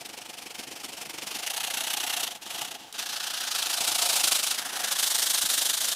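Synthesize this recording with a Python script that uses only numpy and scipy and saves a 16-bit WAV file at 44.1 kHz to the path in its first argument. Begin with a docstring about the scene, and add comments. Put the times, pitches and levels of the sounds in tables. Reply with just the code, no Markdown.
"""A gloved hand scrubs sandpaper and sand over a rusty saw blade on a concrete floor; the strokes follow each
other very fast. It starts softly with a flat hand, grows louder on the blade's tip and almost stops just before
3 s. It goes on with the fingertips, hard at mid blade, lighter on the pad's edge, then hard on the heel. All
along, crushed grit rasps, the blade hums dully, the glove rumbles and sometimes bumps, and the workshop gives a
short echo."""
import sys
import numpy as np
from scipy import signal
from scipy.fft import rfft, irfft
from scipy.io import wavfile
from scipy.ndimage import uniform_filter1d, map_coordinates

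SR = 44100
rng = np.random.default_rng(int(sys.argv[2]) if len(sys.argv) > 2 else 0)


def pcm_store(signal):
    """Save signal as 16-bit PCM."""
    levels = np.round(np.clip(np.atleast_2d(signal), -1, 1) * 32767)
    wavfile.write(sys.argv[1], SR, levels.astype(np.int16).T)


N = 262395
TIME = np.arange(N) / SR

# Tone of the rasp for each way of holding the pad: pitch_hz, level_db
FLAT_HAND = [(600, -2), (1000, -5), (1150, -5.5), (1800, -5.5), (2400, -0.2), (3000, 1), (3800, -4),
             (5400, -2), (8700, -12), (10000, -13), (11000, -16), (14000, -20), (15500, -27)]
ON_TIP = [(600, -11.5), (1000, -10.5), (1150, -7), (2350, -9.5), (2850, 1), (3500, -2.5), (4300, -7),
          (6200, -7.5), (8000, -7.5), (10600, -4.5), (14200, -11.5), (15500, -19)]
FINGERTIPS = [(600, -12.5), (1000, -11), (1250, -4.5), (1600, -1), (2150, -11), (2600, -5.5), (3100, -0.5),
              (4300, -2.5), (5800, -3.5), (7200, -7.5), (9500, 2.5), (14000, -3), (15500, -12)]
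MID_BLADE = [(600, -6.5), (1000, -6.5), (1350, -3), (1900, -9), (2700, -2), (3900, 1.5), (4700, -0.7),
             (7500, -3), (9700, -4), (11500, -8.5), (14200, -12), (15500, -22)]
PAD_EDGE = [(600, -7), (1100, -4.5), (1600, 1.5), (2350, -7), (3100, -1.5), (3700, -2.5), (4400, -6),
            (6000, -4), (7200, -7), (10500, -3), (13500, -11), (15500, -16)]
ON_HEEL = [(600, -12.5), (1000, -13.5), (1650, -8.5), (2400, -14), (3200, -4.5), (3800, -3), (4400, -5.5),
           (7000, -6.5), (9200, -6), (11500, -9.5), (14300, -13), (15500, -25)]
# Each hold, with base levels against the rasp: start_s, end_s, tone, rumble_db, hum_db, fizz_db
HOLDS = [(0, 1.22, FLAT_HAND, -16.5, -16, -5.8), (1.504, 2.833, ON_TIP, -21.5, -12.5, -7.5),
         (3.02, 3.45, FINGERTIPS, -26, -17, -10), (3.8, 4.2, MID_BLADE, -22, -13.5, -6.5),
         (4.4, 4.51, MID_BLADE, -25.5, -30, -6), (4.614, 4.834, PAD_EDGE, -20.5, -14.5, -7),
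         (5.003, 6.0, ON_HEEL, -25.5, -25, -6)]


def amp(db):
    """Turns decibels into a gain."""
    return 10 ** (np.asarray(db) / 20)


def unit(x):
    """Scales a signal to an average power of 1."""
    return x / np.sqrt(np.mean(x ** 2) + 1e-20)


def add(mix, start_s, sound):
    """Mixes a sound in at the given time."""
    part = mix[max(round(start_s * SR), 0):][:len(sound)]
    part += sound[:len(part)]


def colour(x, tone, low_hz=10):
    """Filters by (pitch_hz, level_db) points, cutting steeply below low_hz."""
    hz = np.fft.rfftfreq(len(x), 1 / SR) + 1
    pitch_hz, level_db = np.transpose(tone)
    gain = amp(np.interp(np.log(hz), np.log(pitch_hz), level_db)) / np.sqrt(1 + (low_hz / hz) ** 10)
    return irfft(rfft(x) * gain, len(x))


def wander(rate_hz):
    """A smooth random wobble, up to about the given rate."""
    hz = np.fft.rfftfreq(N, 1 / SR)
    return unit(irfft(rfft(rng.standard_normal(N)) * np.exp(-(hz / rate_hz) ** 2), N))


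def grit(per_s, spread_db, bed):
    """Grains of uneven size snap over a hissing bed of countless fine ones."""
    size = amp(spread_db * np.minimum(rng.exponential(1, N), 4)) * rng.choice([-1, 1], N)
    snaps = unit(size * (rng.random(N) < per_s / SR))
    return unit(snaps + bed * rng.standard_normal(N))


def held(values):
    """Takes one value per hold and glides between them as the hand shifts."""
    return np.interp(TIME, np.ravel([hold[:2] for hold in HOLDS]), np.repeat(values, 2))


def still_air(level_db=-54.5):
    """The air of the workshop makes a faint, steady hush."""
    # Tone of the hush: pitch_hz, level_db
    air_tone = [(20, -14), (60, -10.5), (200, -5), (700, -3), (3000, -6), (7000, -15), (15000, -19)]
    return amp(level_db) * unit(colour(rng.standard_normal(N), air_tone))


def workshop_echo(sound, fade_s=0.18, level_db=-20, delay_s=0.0083):
    """The room answers with a short, slightly dull tail that falls 60 dB in fade_s."""
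    t = TIME[:SR // 2]
    tail = colour(rng.standard_normal(len(t)), [(200, 9.0), (2000, 2.0), (14000, -2.5)])
    tail *= amp(-60 * t / fade_s) * (t > delay_s)
    return amp(level_db) * signal.oaconvolve(sound, tail / np.linalg.norm(tail))[:N]


def hand_bumps(swell_s=0.0065, gain_db=-6):
    """The hand knocks the blade: a soft, low thud with no ring."""
    # Knocks, before gain_db: start_s, level_db
    knocks = [(0.585, -47), (0.725, -39), (1.065, -35), (1.225, -36), (2.537, -43), (2.612, -42),
              (3.803, -38), (3.881, -40), (4.237, -39), (4.311, -42), (4.913, -39), (5.435, -33.5)]
    thud_tone = [(40, -25), (110, -6.5), (290, -4.0), (600, -17), (2000, -51)]  # pitch_hz, level_db
    out, t = np.zeros(N), TIME[:SR // 12]
    for start_s, level_db in knocks:
        thud = colour(rng.standard_normal(len(t)), thud_tone) * t * np.exp(-t / swell_s)
        add(out, start_s, amp(level_db + gain_db) * thud / abs(thud).max())
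    return out


def grain_cracks(decay_s=0.0052):
    """Single coarse grains burst with a bright tick."""
    # Bursting grains: start_s, peak_db
    bursts = [(0.06, -26), (1.213, -35), (2.926, -28)]
    out, t = np.zeros(N), TIME[:SR // 50]
    for start_s, peak_db in bursts:
        tick = colour(rng.standard_normal(len(t)), ON_HEEL, low_hz=1500) * np.exp(-t / decay_s)
        add(out, start_s, amp(peak_db) * tick / abs(tick).max())
    return out


def glove_rumble(force, lumpy_db=1.2, gain_db=-1):
    """Rubber and paper judder over the sand, rumbling under each stroke."""
    # Tone of rubber dragging over the floor: pitch_hz, level_db
    rubber_tone = [(25, -29), (60, -18), (110, -9.5), (140, -9), (170, -5), (250, 1), (320, 4), (385, -1),
                   (470, -0.5), (620, -9.5), (900, -38)]
    drag = colour(grit(per_s=770, spread_db=2.5, bed=0.86), rubber_tone)
    judder = unit(drag * amp(lumpy_db * wander(rate_hz=30)))
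    return amp(gain_db) * force * judder


def blade_hum(force):
    """Grit sets the blade ringing; the sand it lies on soon stops each note."""
    # The blade's own notes (wider ones die sooner): pitch_hz, width_hz, level_db
    notes = [(542, 29, -12.5), (659, 32, -6), (720.6, 38, 1), (776, 55, -2.5), (827, 62, -1), (937, 73, -8)]
    t = TIME[:SR // 10]
    ring = np.zeros(len(t))
    for k, (pitch_hz, width_hz, level_db) in enumerate(notes):
        fade = amp(level_db) * width_hz * np.exp(-np.pi * width_hz * t)
        ring += (-1) ** k * fade * np.cos(2 * np.pi * pitch_hz * t)
    dull_ring = colour(ring, [(1000, 4), (1600, -19), (5000, -42)], low_hz=394)[:SR // 20]
    taps = force * grit(per_s=2500, spread_db=2.0, bed=0.74)
    return signal.oaconvolve(taps, dull_ring / np.linalg.norm(dull_ring))[:N]


def hand_strokes(jitter_s=0.0007, uneven_db=0.5):
    """The hand scrubs to and fro. 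Gives one row per stroke: time_s, level_db, length_factor."""
    # Runs of evenly paced strokes, alternating by swing_db:
    # first_s, last_s, count, first_db, last_db, swing_db, length_factor
    runs = [(0.015, 0.262, 7, -40, -41.5, -0.2, 0.84), (0.3, 0.765, 12, -40, -39, 0.5, 0.93),
            (0.807, 1.229, 11, -39.5, -36, -0.3, 0.9), (1.277, 1.435, 5, -35.5, -35, 1.3, 0.99),
            (1.473, 1.643, 6, -28.5, -28.5, -1, 0.74), (1.678, 2.238, 18, -29.2, -26.5, 0, 0.75),
            (2.275, 2.355, 3, -33, -38.5, 0, 0.85), (2.429, 2.552, 4, -39.5, -32.5, 1, 1.03),
            (2.588, 2.749, 6, -35, -37.5, 1.5, 0.81), (2.808, 2.883, 3, -48, -56.5, 2, 2.1),
            (2.954, 2.996, 2, -38.5, -32, -2, 1.17), (3.03, 3.413, 12, -31, -30, 0, 0.95),
            (3.443, 3.779, 10, -30.2, -29, -0.5, 1.016), (3.813, 4.135, 10, -25.3, -23, 0.5, 0.91),
            (4.166, 4.515, 10, -23.5, -25, 0.04, 0.94), (4.552, 4.734, 6, -31.5, -33.5, -2, 1.01),
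            (4.766, 4.963, 6, -31, -29, 2, 0.96), (4.998, 5.463, 13, -23.5, -23, 0, 1.04),
            (5.502, 5.702, 6, -23, -24, -0.5, 1.04), (5.741, 5.962, 7, -24, -26, -0.5, 0.96)]
    # Single strokes that dig in harder: time_s, extra_db
    accents = [(0.182, 3), (0.6, 4), (0.847, 3.5), (1.018, 2.5), (1.939, 4), (2.623, 5.5), (4.807, 5.2)]
    rows = []
    for first_s, last_s, count, first_db, last_db, swing_db, length in runs:
        for k, (time_s, db) in enumerate(np.linspace((first_s, first_db), (last_s, last_db), count)):
            late, harder = rng.standard_normal(2)
            level_db = db + swing_db * (-1) ** k + uneven_db * harder
            rows.append((time_s + jitter_s * late, level_db, length))
    strokes = np.array(rows)
    for time_s, extra_db in accents:
        nearest = np.argmin(abs(strokes[:, 0] - time_s))
        strokes[nearest, 1] += extra_db
    return strokes


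def rubbing_force(strokes, rise_s=0.011, fall_s=0.018, lead_s=0.00094, gain_db=1.7):
    """Each stroke bites quickly and eases off, no two at quite the same pace."""
    power = np.zeros(N)
    for time_s, level_db, length in strokes:
        bite, ease = amp(1.2 * rng.standard_normal(2))  # random stretch of rise and fall
        near = abs(TIME - time_s) < 0.07
        from_peak = (TIME[near] - time_s + lead_s) / length
        rising = (from_peak / (rise_s * bite)) ** 2
        falling = abs(from_peak / (fall_s * ease)) ** 1.43
        swell = np.exp(-np.where(from_peak < 0, rising, falling))
        power[near] += (amp(level_db + gain_db) * swell) ** 2
    return np.sqrt(power)


def with_hand_echo(sound):
    """Sound bounces off the hand; the tiny delay shifts as it tilts, changing the tone."""
    # The bounce: time_s, delay_s, strength (0 to 1)
    bounces = [(0, 0.00058, 0.03), (.6, 0.00043, 0), (1.3, 0.00045, 0), (1.6, 0.00048, 0.24),
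               (2.251, 0.000508, 0.11), (2.9, 0.00048, 0), (5.9, 0.00029, 0.07)]
    time_s, *columns = np.transpose(bounces)
    delay_s, strength = (np.interp(TIME, time_s, column) for column in columns)
    echo = map_coordinates(sound, [(TIME - delay_s) * SR], order=3)
    return (sound + strength * echo) / np.sqrt(1 + strength ** 2)


def sandpaper_rasp(force, fizz_db, low_hz=560, split_hz=7800):
    """The pad crushes a swarm of grit into coarse scratch and fine fizz; the hold sets the tone."""
    grains = grit(per_s=7000, spread_db=1.5, bed=0.85)
    rasp = np.zeros(N)
    for (_, _, tone, *_), in_use in zip(HOLDS, np.eye(len(HOLDS))):
        rasp += np.sqrt(held(in_use)) * unit(colour(grains, tone, low_hz))
    # The more fine sand under the pad, the larger the treble's share of the power.
    fizz = signal.sosfiltfilt(signal.butter(6, split_hz, "high", fs=SR, output="sos"), rasp)
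    scratch = rasp - fizz
    share = uniform_filter1d(fizz ** 2, size=8000) / uniform_filter1d(rasp ** 2, size=8000)
    wanted = np.clip(amp(fizz_db) ** 2, 0.01, 0.9)
    balanced = fizz * np.sqrt(wanted / share) + scratch * np.sqrt((1 - wanted) / (1 - share))
    return force * unit(with_hand_echo(balanced))


def scene(firm_stroke_db=-30.5, catch_db=1.0):
    """One rubbing force, catching and slipping, drives the rasp, the blade and the glove."""
    strokes = hand_strokes()
    force = rubbing_force(strokes) * unit(amp(catch_db * wander(rate_hz=260)))
    effort_db = np.interp(TIME, strokes[:, 0], strokes[:, 1]) - firm_stroke_db
    rumble_db, hum_db, fizz_db = map(held, np.transpose([hold[3:] for hold in HOLDS]))
    # Pressing harder adds fizz faster than rasp, and rumble and hum more slowly.
    rasp = sandpaper_rasp(force, fizz_db + 0.16 * effort_db)
    hum = blade_hum(force * amp(hum_db - 0.42 * effort_db))
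    rumble = glove_rumble(force * amp(rumble_db - 0.65 * effort_db))
    work = rasp + hum + rumble + hand_bumps() + grain_cracks()
    return (still_air() + work + workshop_echo(work))[None]


def record(dry, dip_hz=11265, dip_width_hz=140, dip_depth=0.47, top_hz=15650):
    """Makes a narrow dip in the treble and cuts everything above top_hz."""
    notched = signal.lfilter(*signal.iirnotch(dip_hz, dip_hz / dip_width_hz, SR), dry)
    dipped = dry + dip_depth * (notched - dry)
    low_pass = signal.firwin(301, top_hz, window=("kaiser", 9), fs=SR)
    return signal.oaconvolve(dipped, low_pass[None], "same")


dry = scene()
out = record(dry)
pcm_store(out)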